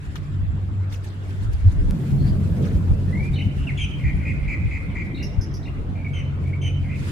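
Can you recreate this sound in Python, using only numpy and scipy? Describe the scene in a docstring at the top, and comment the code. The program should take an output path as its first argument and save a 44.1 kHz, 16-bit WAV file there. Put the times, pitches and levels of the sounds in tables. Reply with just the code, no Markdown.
"""Jet over a suburb, with a songbird

A four-engine jet climbs out: shaped noise rumbles and roars in swells, three wavering sines drone for its fans.
Shaped noise also makes the suburb's hush and the rustling leaves; a throbbing narrow buzz is an insect.
One tiny click, then a bird: trilled sines whistle, slide, warble, rasp, cry and chip, with echoes off the houses."""
import sys
import numpy as np
from scipy import signal
from scipy.fft import rfft, irfft, next_fast_len
from scipy.io import wavfile
from scipy.ndimage import uniform_filter1d

SR = 44100
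rng = np.random.default_rng(int(sys.argv[2]) if len(sys.argv) > 2 else 0)


def pcm_store(signal):
    """Save signal as 16-bit PCM."""
    levels = np.round(np.clip(np.atleast_2d(signal), -1, 1) * 32767)
    wavfile.write(sys.argv[1], SR, levels.astype(np.int16).T)


N = 313551
TIME = np.arange(N) / SR
LUMPS_PER_S = 8


def gain_of(db):
    """Decibels to amplitude gain."""
    return 10 ** (np.asarray(db) / 20)


def evened(x):
    """Scales to an rms of 1."""
    return x / np.sqrt(np.mean(x ** 2) + 1e-20)


def read(points, hz):
    """Interpolates a table of (hz, value) on a log-frequency axis."""
    point_hz, value = np.transpose(points)
    return np.interp(np.log(hz + 1), np.log(point_hz + 1), value)


def curves(rows):
    """Every column of a time table, interpolated at each sample."""
    row_s, *columns = np.transpose(rows)
    return [np.interp(TIME, row_s, column) for column in columns]


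def add(mix, start_s, sound):
    """Mixes a sound in at start_s, cut at the end of the mix."""
    part = mix[round(start_s * SR):][:len(sound)]
    part += sound[:len(part)]


def drift(per_s):
    """Random signal of rms 1: white noise under a Gaussian low-pass, moving up to about per_s times a second."""
    size = next_fast_len(N)
    hz = np.fft.rfftfreq(size, 1 / SR)
    spectrum = rfft(rng.standard_normal(size)) * np.exp(-(hz / per_s) ** 2)
    return evened(irfft(spectrum, size)[:N])


def noise(shape, patchy_db, size=2048):
    """Stereo noise of a given spectrum with random time-frequency patches; the mean of the ears has rms 1."""
    # left-right correlation of diffuse noise: hz, likeness (-1 to 1)
    likeness = [(20, -0.13), (60, 0.41), (130, 0.82), (290, 0.9), (640, 0.29), (1400, -0.27),
                (3000, -0.026)]
    hop = size // 4
    hz = np.fft.rfftfreq(size, 1 / SR)
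    a, b, c, d, patches = rng.standard_normal((N // hop + 5, len(hz), 5)).T
    patches = uniform_filter1d(patches, size=7, axis=0)
    patches = evened(uniform_filter1d(patches, size=7, axis=1))
    same = np.clip(read(likeness, hz), -1, 1)[:, None]
    left = a + 1j * b
    right = same * left + np.sqrt(1 - same ** 2) * (c + 1j * d)
    z = np.array([left, right]) * gain_of(read(shape, hz)[:, None] + patchy_db * patches)
    x = signal.istft(z, nperseg=size, noverlap=size - hop)[1][:, :N]
    return x / np.std(x.mean(0))


def steadied(x, size=8000):
    """Takes the slow swells out of a noise, so that a level curve can lead it."""
    return x / np.sqrt(uniform_filter1d(x.mean(0) ** 2, size) + 1e-9)


def surging(level_db, lumpy_db=1.0):
    """Gain of the deep rumble: small random lumps, plus bell-shaped surges added as power."""
    # surges of the deep rumble, ahead of the rumble trim: peak_s, peak_db, half_width_s (to 1/e of power)
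    surges = [(.47, -28.5, 0.029), (1.48, -22.5, 0.028), (1.678, -13, 0.019), (1.84, -19, 0.069),
              (2.14, -20, 0.021), (2.27, -22.5, 0.037), (2.52, -25, 0.018), (2.77, -16, 0.014),
              (2.91, -15, 0.025), (3.22, -23, 0.017), (3.305, -24, 0.016), (3.475, -23.5, 0.017),
              (3.61, -20, .02), (3.835, -25, .018), (4.06, -21, 0.019), (4.155, -19.5, 0.023),
              (4.43, -25, 0.013), (4.659, -17, 0.018), (5.391, -18, 0.013), (5.811, -22, 0.03)]
    power = gain_of(level_db + lumpy_db * drift(LUMPS_PER_S)) ** 2
    for peak_s, peak_db, half_width_s in surges:
        power = power + gain_of(peak_db) ** 2 * np.exp(-((TIME - peak_s) / half_width_s) ** 2)
    return np.sqrt(power)


def exhaust(rumble_trim_db=1.05, roar_trim_db=-2, upper_trim_db=0.0, crest_db=-29, swell_db=-22,
            brightening=2.23, billow_db=1.6):
    """Large eddies rumble, smaller ones roar; the air on the way makes each swell, and the roar brightens with it."""
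    # jet noise levels ahead of the trims: time_s, rumble_db, roar_db, upper_roar_db
    jet = [(0, -32.5, -39.5, -53), (.3, -38, -37.5, -49), (.44, -27.5, -30.5, -50), (.7, -31, -34.5, -49),
           (1.2, -42, -38, -47), (1.66, -18.5, -34.5, -46.5), (1.92, -50, -23, -38), (2.02, -42, -23, -42),
           (2.17, -29.5, -22, -39.5), (2.75, -30.5, -23.5, -37.5), (3.15, -30.5, -26.5, -40.5),
           (3.9, -34, -31.5, -46), (4.12, -30, -27, -43.5), (4.45, -25.5, -31, -45),
           (5.2, -33.5, -31, -44.5), (5.8, -34.5, -32.5, -43), (7.11, -31.5, -31.5, -42)]
    # spectrum of the deep rumble: hz, relative_db_per_hz
    rumble_shape = [(12, -48), (24, -13.5), (38, 0.5), (55, 0.5), (75, 2), (95, 0.5), (130, -29),
                    (250, -84)]
    # spectrum of the roar: hz, relative_db_per_hz
    roar_shape = [(50, -33), (85, -9.5), (115, 4), (160, 2.5), (195, -0.5), (250, -7), (330, -18),
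                  (520, -61.5)]
    # spectrum of the extra roar in the swells: hz, relative_db_per_hz
    crest_shape = [(110, -11), (155, 1), (190, 6.5), (240, -31.5), (340, -21), (420, -15), (700, -50.5)]
    # spectrum of the upper roar: hz, relative_db_per_hz
    upper_shape = [(170, -21.5), (290, -0.5), (390, -3.5), (500, -8.5), (700, -14), (1000, -20),
                   (1600, -39.5), (4000, -82)]
    rumble_db, roar_db, upper_db = curves(jet)
    billow = drift(LUMPS_PER_S)
    # crest_db holds where the roar curve stands at swell_db; brightening is dB of crest per dB of roar
    crest_level_db = crest_db + brightening * np.minimum(roar_db - swell_db, 2)
    roar_level_db = roar_db + roar_trim_db + billow_db * billow
    upper_level_db = upper_db + upper_trim_db + billow_db * billow / 2

    rumble_gain = gain_of(rumble_trim_db) * surging(rumble_db)
    rumble = rumble_gain * steadied(noise(rumble_shape, patchy_db=-4.5, size=4096))
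    roar = gain_of(roar_level_db) * steadied(noise(roar_shape, patchy_db=1.5))
    crest = gain_of(crest_level_db) * steadied(noise(crest_shape, patchy_db=3.0))
    upper = gain_of(upper_level_db) * noise(upper_shape, patchy_db=3.0)
    return rumble + roar + crest + upper


def fans(waver_db=2.3, wander_rad=0.19, ear_spread_rad=0.25):
    """Three orders of the fan shafts drone and sink slowly as the jet passes; turbulence makes them waver."""
    # shaft speed as heard, lowered by the Doppler shift: time_s, shaft_hz
    shaft = [(0, 48.5), (1.3, 47.89), (2.2, 46.41), (4.2, 46.29), (7.11, 45.74)]
    # drone fading in and out on its way through the air: time_s, second_order_db, third_order_db
    drone = [(0, -49, -43.5), (.26, -38, -35.5), (.37, -25, -33.5), (.9, -26, -49), (1.2, -32.5, -53),
             (1.42, -26, -44), (1.8, -80, -44), (2.15, -26, -21), (2.65, -25, -36.5), (3.3, -28, -28.5),
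             (4.2, -37, -32.5), (5.05, -46, -47), (5.4, -31.5, -38.5), (6.2, -29.5, -30), (6.6, -27.5, -29),
             (7.11, -31, -32)]
    shaft_hz, = curves(shaft)
    second_db, third_db = curves(drone)
    sixth_db = -57 + 1.56 * TIME  # grows as the jet turns its tail
    out = np.zeros((2, N))
    for order, db in ((2, second_db), (3, third_db), (6, sixth_db)):
        angle = 2 * np.pi * np.cumsum(order * shaft_hz) / SR + wander_rad * drift(8.1)
        level = np.sqrt(2) * gain_of(db + waver_db * drift(13.0))  # sqrt(2): rms to peak
        for ear in out:
            ear += level * np.sin(angle + ear_spread_rad * drift(20.0))
    return out


def suburb(level_db=-53):
    """Steady shaped noise: the quiet hush of the suburb."""
    # spectrum of the hush: hz, relative_db_per_hz
    hush_shape = [(200, -23.5), (500, 4), (900, 3), (1400, 5), (2200, -2), (3500, -8), (5500, -20.5),
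                  (9500, -27.5), (11500, -54), (16000, -44)]
    return gain_of(level_db) * noise(hush_shape, patchy_db=3.0, size=1024)


def foliage(flicker_db=2.0, grain_db=0.0, width_octaves=1.2):
    """A soft hiss of leaves follows the breeze; short strokes of shaped noise are nearby rustles."""
    # hiss level in the breeze: time_s, treble_db
    breeze = [(0, -60), (.6, -67.5), (1.15, -66), (1.4, -57), (2.9, -57.5), (4.6, -60.5), (5.8, -67.5),
              (6.9, -63.5), (7.11, -43.5)]
    # spectrum of the leaf hiss: hz, relative_db_per_hz
    leaf_shape = [(500, -13), (1500, 13.5), (3000, 7), (5000, 3.5), (6800, -1), (7400, 2.5), (8200, -2.5),
                  (9700, 0.5), (11500, -11.5), (15500, -9)]
    # spectrum of a rustle ahead of its own colour: hz, relative_db_per_hz
    twig_shape = [(600, -3), (1300, 11.5), (6000, 0), (11000, -6.5), (15500, -9)]
    # brief rustles close by: peak_s, level_db, rise_s, decay_s, centre_hz
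    rustles = [(0.157, -34.5, 0.0017, 0.015, 2400), (0.926, -39.5, 0.011, 0.029, 4610),
               (1.045, -46, 0.014, 0.056, 3500), (1.30, -55, 0.058, 0.061, 5000),
               (1.435, -49, 0.014, 0.012, 8000), (1.534, -45.5, 0.0055, 0.011, 7000),
               (1.72, -50, 0.014, 0.014, 6000), (2.655, -43, 0.05, 0.059, 2200)]
    breeze_db, = curves(breeze)
    out = gain_of(breeze_db + flicker_db * drift(16)) * noise(leaf_shape, patchy_db=-2.0, size=512)
    grains = gain_of(grain_db * drift(180)) * noise(twig_shape, patchy_db=4.5, size=256)
    size = next_fast_len(N)
    hz, spectrum = np.fft.rfftfreq(size, 1 / SR), rfft(grains, size)
    for peak_s, db, rise_s, decay_s, centre_hz in rustles:
        octaves = np.log2((hz + 1) / centre_hz)
        colour = 1 / np.sqrt(1 + (octaves / width_octaves) ** 2)
        stroke = np.exp(-np.maximum((peak_s - TIME) / rise_s, (TIME - peak_s) / decay_s))
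        out += gain_of(db) * stroke * evened(irfft(spectrum * colour, size)[:, :N])
    return out


def insect(start_db=-71, pitch_hz=7400, width_hz=170, throbs_per_s=4.6, fade_db_per_s=5.0):
    """A sine with random amplitude and phase makes a faint narrow buzz that throbs and slowly fades."""
    buzz = np.array([drift(width_hz) * np.sin(2 * np.pi * pitch_hz * TIME + drift(width_hz))
                     for ear in range(2)])
    throb = abs(np.sin(np.pi * throbs_per_s * TIME))
    return gain_of(start_db - fade_db_per_s * TIME) * evened(buzz * throb)


def click(start_s=1.9095, peak_db=-19, decay_s=.00005):
    """One tiny dry click: an abrupt edge with an exponential decay, alike in both ears."""
    out = np.zeros(N)
    add(out, start_s, gain_of(peak_db) * np.exp(-TIME[:200] / decay_s))
    return out


def glide(start_hz, end_hz, arch=1):
    """Start, middle and end pitch of a glide; an arch above 1 lifts its middle."""
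    return start_hz, arch * (start_hz + end_hz) / 2, end_hz


def song():
    """Syllables as (start_s, length_s, start_hz, mid_hz, end_hz, level_db, kind); pitches ahead of trill and droop."""
    # faint thin whistles in two rising steps: start_s, length_s, start_hz, end_hz, level_db
    whistles = [(2.178, 0.11, 4370, 4400, -58.5), (2.262, 0.048, 4660, 4800, -55)]
    # two-voice warbles, high voice first: start_s, length_s, high_db, low_db, low_top_hz
    warbles = [(3.332, 0.083, -49, -38.5, 3010), (5.143, 0.084, -49, -44, 2820),
               (5.627, 0.051, -56, -46, 2810)]
    # rasps led in by two falling slurs:
    # start_s, length_s, start_hz, end_hz, level_db, lower_slur_db, upper_slur_db
    rasps = [(4.033, 0.076, 2350, 2383, -36, -47, -56), (4.248, 0.077, 2470, 2448, -34.5, -44, -63),
             (4.475, 0.078, 2417, 2442, -32.5, -47, -60), (4.705, 0.079, 2392, 2412, -35.5, -47, -63),
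             (4.948, 0.0804, 2329, 2340, -34.5, -48, -59), (6.880, 0.09, 2332, 2614, -43, -49.5, -72)]
    # murmur, pip, and a cry over a trilling lower voice:
    # pip_s, pip_length_s, pip_start_hz, pip_end_hz, pip_db,
    # cry_s, cry_length_s, cry_start_hz, cry_end_hz, cry_db, under_top_hz, under_db
    phrases = [(3.669, 0.041, 2880, 1880, -34.5, 3.771, 0.083, 3440, 3010, -37.5, 3156, -35),
               (6.045, 0.025, 2306, 2195, -35.5, 6.130, 0.0796, 3190, 3006, -44, 2870, -44),
               (6.53, 0.021, 2250, 2295, -37.5, 6.612, 0.074, 3136, 3100, -38.5, 2890, -44)]
    # sharp high chips: start_s, level_db, top_hz
    chips = [(5.224, -45, 5950), (5.408, -46, 6030), (5.537, -48, 5980)]

    for s, length_s, start_hz, end_hz, db in whistles:
        yield s, length_s, *glide(start_hz, end_hz), db, "pip"

    slide_s, lead_s = 3.119, 0.045  # a soft note leads into the slide
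    yield slide_s - lead_s, lead_s, *glide(1830, 1830), -53, "soft"
    yield slide_s, 0.185, *glide(1960, 2535, arch=1.025), -41, "slide"

    high_hz, low_lag_s, low_shorter_s = 4270, 0.023, 0.009
    for s, length_s, high_db, low_db, low_hz in warbles:
        yield s, length_s, *glide(high_hz, high_hz), high_db, "high"
        yield s + low_lag_s, length_s - low_shorter_s, *glide(low_hz, low_hz), low_db, "low"

    slur_s, slur_from_hz, slur_to_hz = 0.052, 2450, 2050
    upper_ratio = 1.33  # upper slur pitch over lower
    for s, length_s, start_hz, end_hz, db, slur_db, upper_db in rasps:
        yield s - slur_s, slur_s, *glide(slur_from_hz, slur_to_hz), slur_db, "soft"
        upper_slur = glide(upper_ratio * slur_from_hz, upper_ratio * slur_to_hz)
        yield s - slur_s, slur_s, *upper_slur, upper_db, "soft"
        yield s, length_s, *glide(start_hz, end_hz, arch=1.04), db, "rasp"

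    murmur_lead_s, murmur_s, murmur_db = .095, 0.08, -49.5
    drop_s, drop_db = .03, -8  # a cry ends in a short falling note; level against the cry
    for (pip_s, pip_length_s, pip_start_hz, pip_end_hz, pip_db,
         cry_s, cry_length_s, cry_start_hz, cry_end_hz, cry_db, under_hz, under_db) in phrases:
        murmur_hz = 1.02 * pip_start_hz
        yield pip_s - murmur_lead_s, murmur_s, *glide(murmur_hz, murmur_hz), murmur_db, "soft"
        yield pip_s, pip_length_s, *glide(pip_start_hz, pip_end_hz), pip_db, "pip"
        yield cry_s, cry_length_s, *glide(cry_start_hz, cry_end_hz), cry_db, "cry"
        yield cry_s, cry_length_s, *glide(under_hz, under_hz), under_db, "under"
        drop = glide(0.97 * under_hz, .86 * under_hz)
        yield cry_s + cry_length_s - drop_s / 4, drop_s, *drop, cry_db + drop_db, "soft"

    for s, db, top_hz in chips:
        yield s, 0.043, *glide(top_hz, top_hz), db, "chip"


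def chip_edge(x, edge_hz=4700):
    """The throat lets little of a chip through below its resonance: a steep high-pass."""
    return signal.sosfilt(signal.butter(10, edge_hz, "high", fs=SR, output="sos"), x)


def walls(x, near_db=-2, count=8, reach_s=.013):
    """Ground, eaves and walls add quick copies, drawn anew for each syllable as the bird turns its head."""
    response = np.zeros((2, 2000))
    at = (reach_s * SR * rng.uniform(.08, 1, (2, count))).astype(int)
    size = gain_of(near_db) * rng.choice([-1., 1.], at.shape) / np.sqrt(count)
    # those from straight ahead reach both ears alike
    at[1, ::2] = at[0, ::2]
    size[1, ::2] = size[0, ::2]
    np.put_along_axis(response, at, size, 1)
    response[:, 0] = 1
    return signal.fftconvolve(x[None], response, axes=1)


def bird(jitter=0.052, flutter=0.17, edge=0.17, depth_spread=0.1, uneven=.1, throat_hz=1750):
    """Each syllable is a whistle on an arched pitch, swung down and up by a fast trill; some droop at the end."""
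    # pitch motion by kind: trills_per_s, depth (share of pitch), dip_narrowness (exponent), end_droop (share)
    trill_table = {"slide": (41, .06, 1.5, .02), "high": (35, .14, 1.3, 0), "low": (36, .33, 1.5, 0),
                   "rasp": (71, .19, 1, 0), "soft": (58, .06, 1, 0), "cry": (55, .025, 1, .02),
                   "under": (55, .27, 1.2, 0), "pip": (33, .015, 1, 0), "chip": (190, .155, .6, 0)}
    # tone by kind: dip_db (level change in a dip), growth_db (over the length),
    # second_harmonic_db, third_harmonic_db, roughness (factor), left_minus_right_db
    tone_table = {"slide": (-11, -6, -34, -43, 0.03, 0), "high": (9.5, -8, -27, -41, 0.44, .5),
                  "low": (-1, 9, -28, -35, 0.07, 2), "rasp": (0.5, 2, -28.5, -30.5, .5, 0),
                  "soft": (0, 1.5, -32, -46, 1.2, 0.5), "cry": (-1, 5.5, -11.5, -23.5, 0.33, -1.5),
                  "under": (4, 4.5, -23.5, -23, 0.54, 2), "pip": (1.5, -0.5, -36.5, -60, 0.43, -0.5),
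                  "chip": (4, -6, -14, -23, 1, -5.5)}
    out = np.zeros((2, N))
    unrest, shake, stumble, reach = drift(890), drift(400), drift(48.9), drift(66.6)
    for s, length_s, start_hz, mid_hz, end_hz, db, kind in song():
        trills_per_s, depth, narrow, droop = trill_table[kind]
        dip_db, growth_db, second_db, third_db, rough, pan_db = tone_table[kind]
        t = np.arange(int(length_s * SR)) / SR
        done = t / length_s
        here = slice(round(s * SR), round(s * SR) + len(t))

        arch = np.polyfit([0, .5, 1], [start_hz, mid_hz, end_hz], 2)
        arch_hz = np.polyval(arch, done) * (1 - droop * done ** 8)
        dips = (np.cos(np.pi * (trills_per_s * t + uneven * stumble[here])) ** 2) ** narrow
        trilled_hz = arch_hz * (1 - depth * dips * (1 + depth_spread * reach[here]))
        hz = trilled_hz * (1 + jitter * rough * unrest[here])
        angle = 2 * np.pi * np.cumsum(hz) / SR

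        # overtones halve at the bottom of a dip
        overtones = gain_of(second_db) * np.sin(2 * angle) + gain_of(third_db) * np.sin(3 * angle)
        voice = np.sin(angle) + (1 - dips / 2) * overtones
        voice = voice * gain_of(dip_db * dips + growth_db * done)
        note = voice * signal.windows.tukey(len(t), edge) * (1 + rough * flutter * shake[here])
        if kind == "chip":
            note = chip_edge(note)

        sound = walls(note) * gain_of([[pan_db / 2], [-pan_db / 2]])
        # level_db is the rms over the note's length
        sound *= gain_of(db) * np.sqrt(len(t)) / np.linalg.norm(sound.mean(0))
        for ear, part in zip(out, sound):
            add(ear, s, part)
    return signal.sosfilt(signal.butter(8, throat_hz, "high", fs=SR, output="sos"), out)


def yard(x, tail_db=-12, close_db=-9.0):
    """Direct sound, a short scatter from the garden, and a thin tail from the houses around."""
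    # decay of the echoes between the houses: hz, t60_s
    house_decay = [(1500, 2.3), (3000, 1.07), (5500, 0.59), (12000, 0.3)]
    taps = np.zeros((2, SR))
    # one tap of random size in every 20 samples, from 600 samples on
    at = np.arange(600, SR - 20, 20) + rng.integers(0, 20, (2, (SR - 601) // 20))
    np.put_along_axis(taps, at, rng.standard_normal(at.shape) ** 3, 1)
    hz, t, z = signal.stft(taps, SR, nperseg=256)
    z = z * gain_of(-60 * t / read(house_decay, hz)[:, None])
    tail = signal.istft(z, SR, nperseg=256)[1][:, :SR]
    close = rng.standard_normal((2, SR)) * (taps != 0) * gain_of(-60 * TIME[:SR] / .2)  # t60 0.2 s
    response = gain_of(close_db) * close / np.linalg.norm(close[0])
    response += gain_of(tail_db) * tail / np.linalg.norm(tail[0])
    response[:, 0] += 1
    return signal.fftconvolve(x, response, axes=1)[:, :N]


def scene():
    """The jet over the quiet suburb, with the bird in front."""
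    return exhaust() + fans() + suburb() + foliage() + insect() + click() + yard(bird())


def record(dry, edge_hz=15600):
    """Band limit: a linear-phase low-pass at edge_hz."""
    lowpass = signal.firwin(511, edge_hz, window=("kaiser", 9), fs=SR)
    return signal.oaconvolve(dry, lowpass[None], "same")


dry = scene()
out = record(dry)
pcm_store(out)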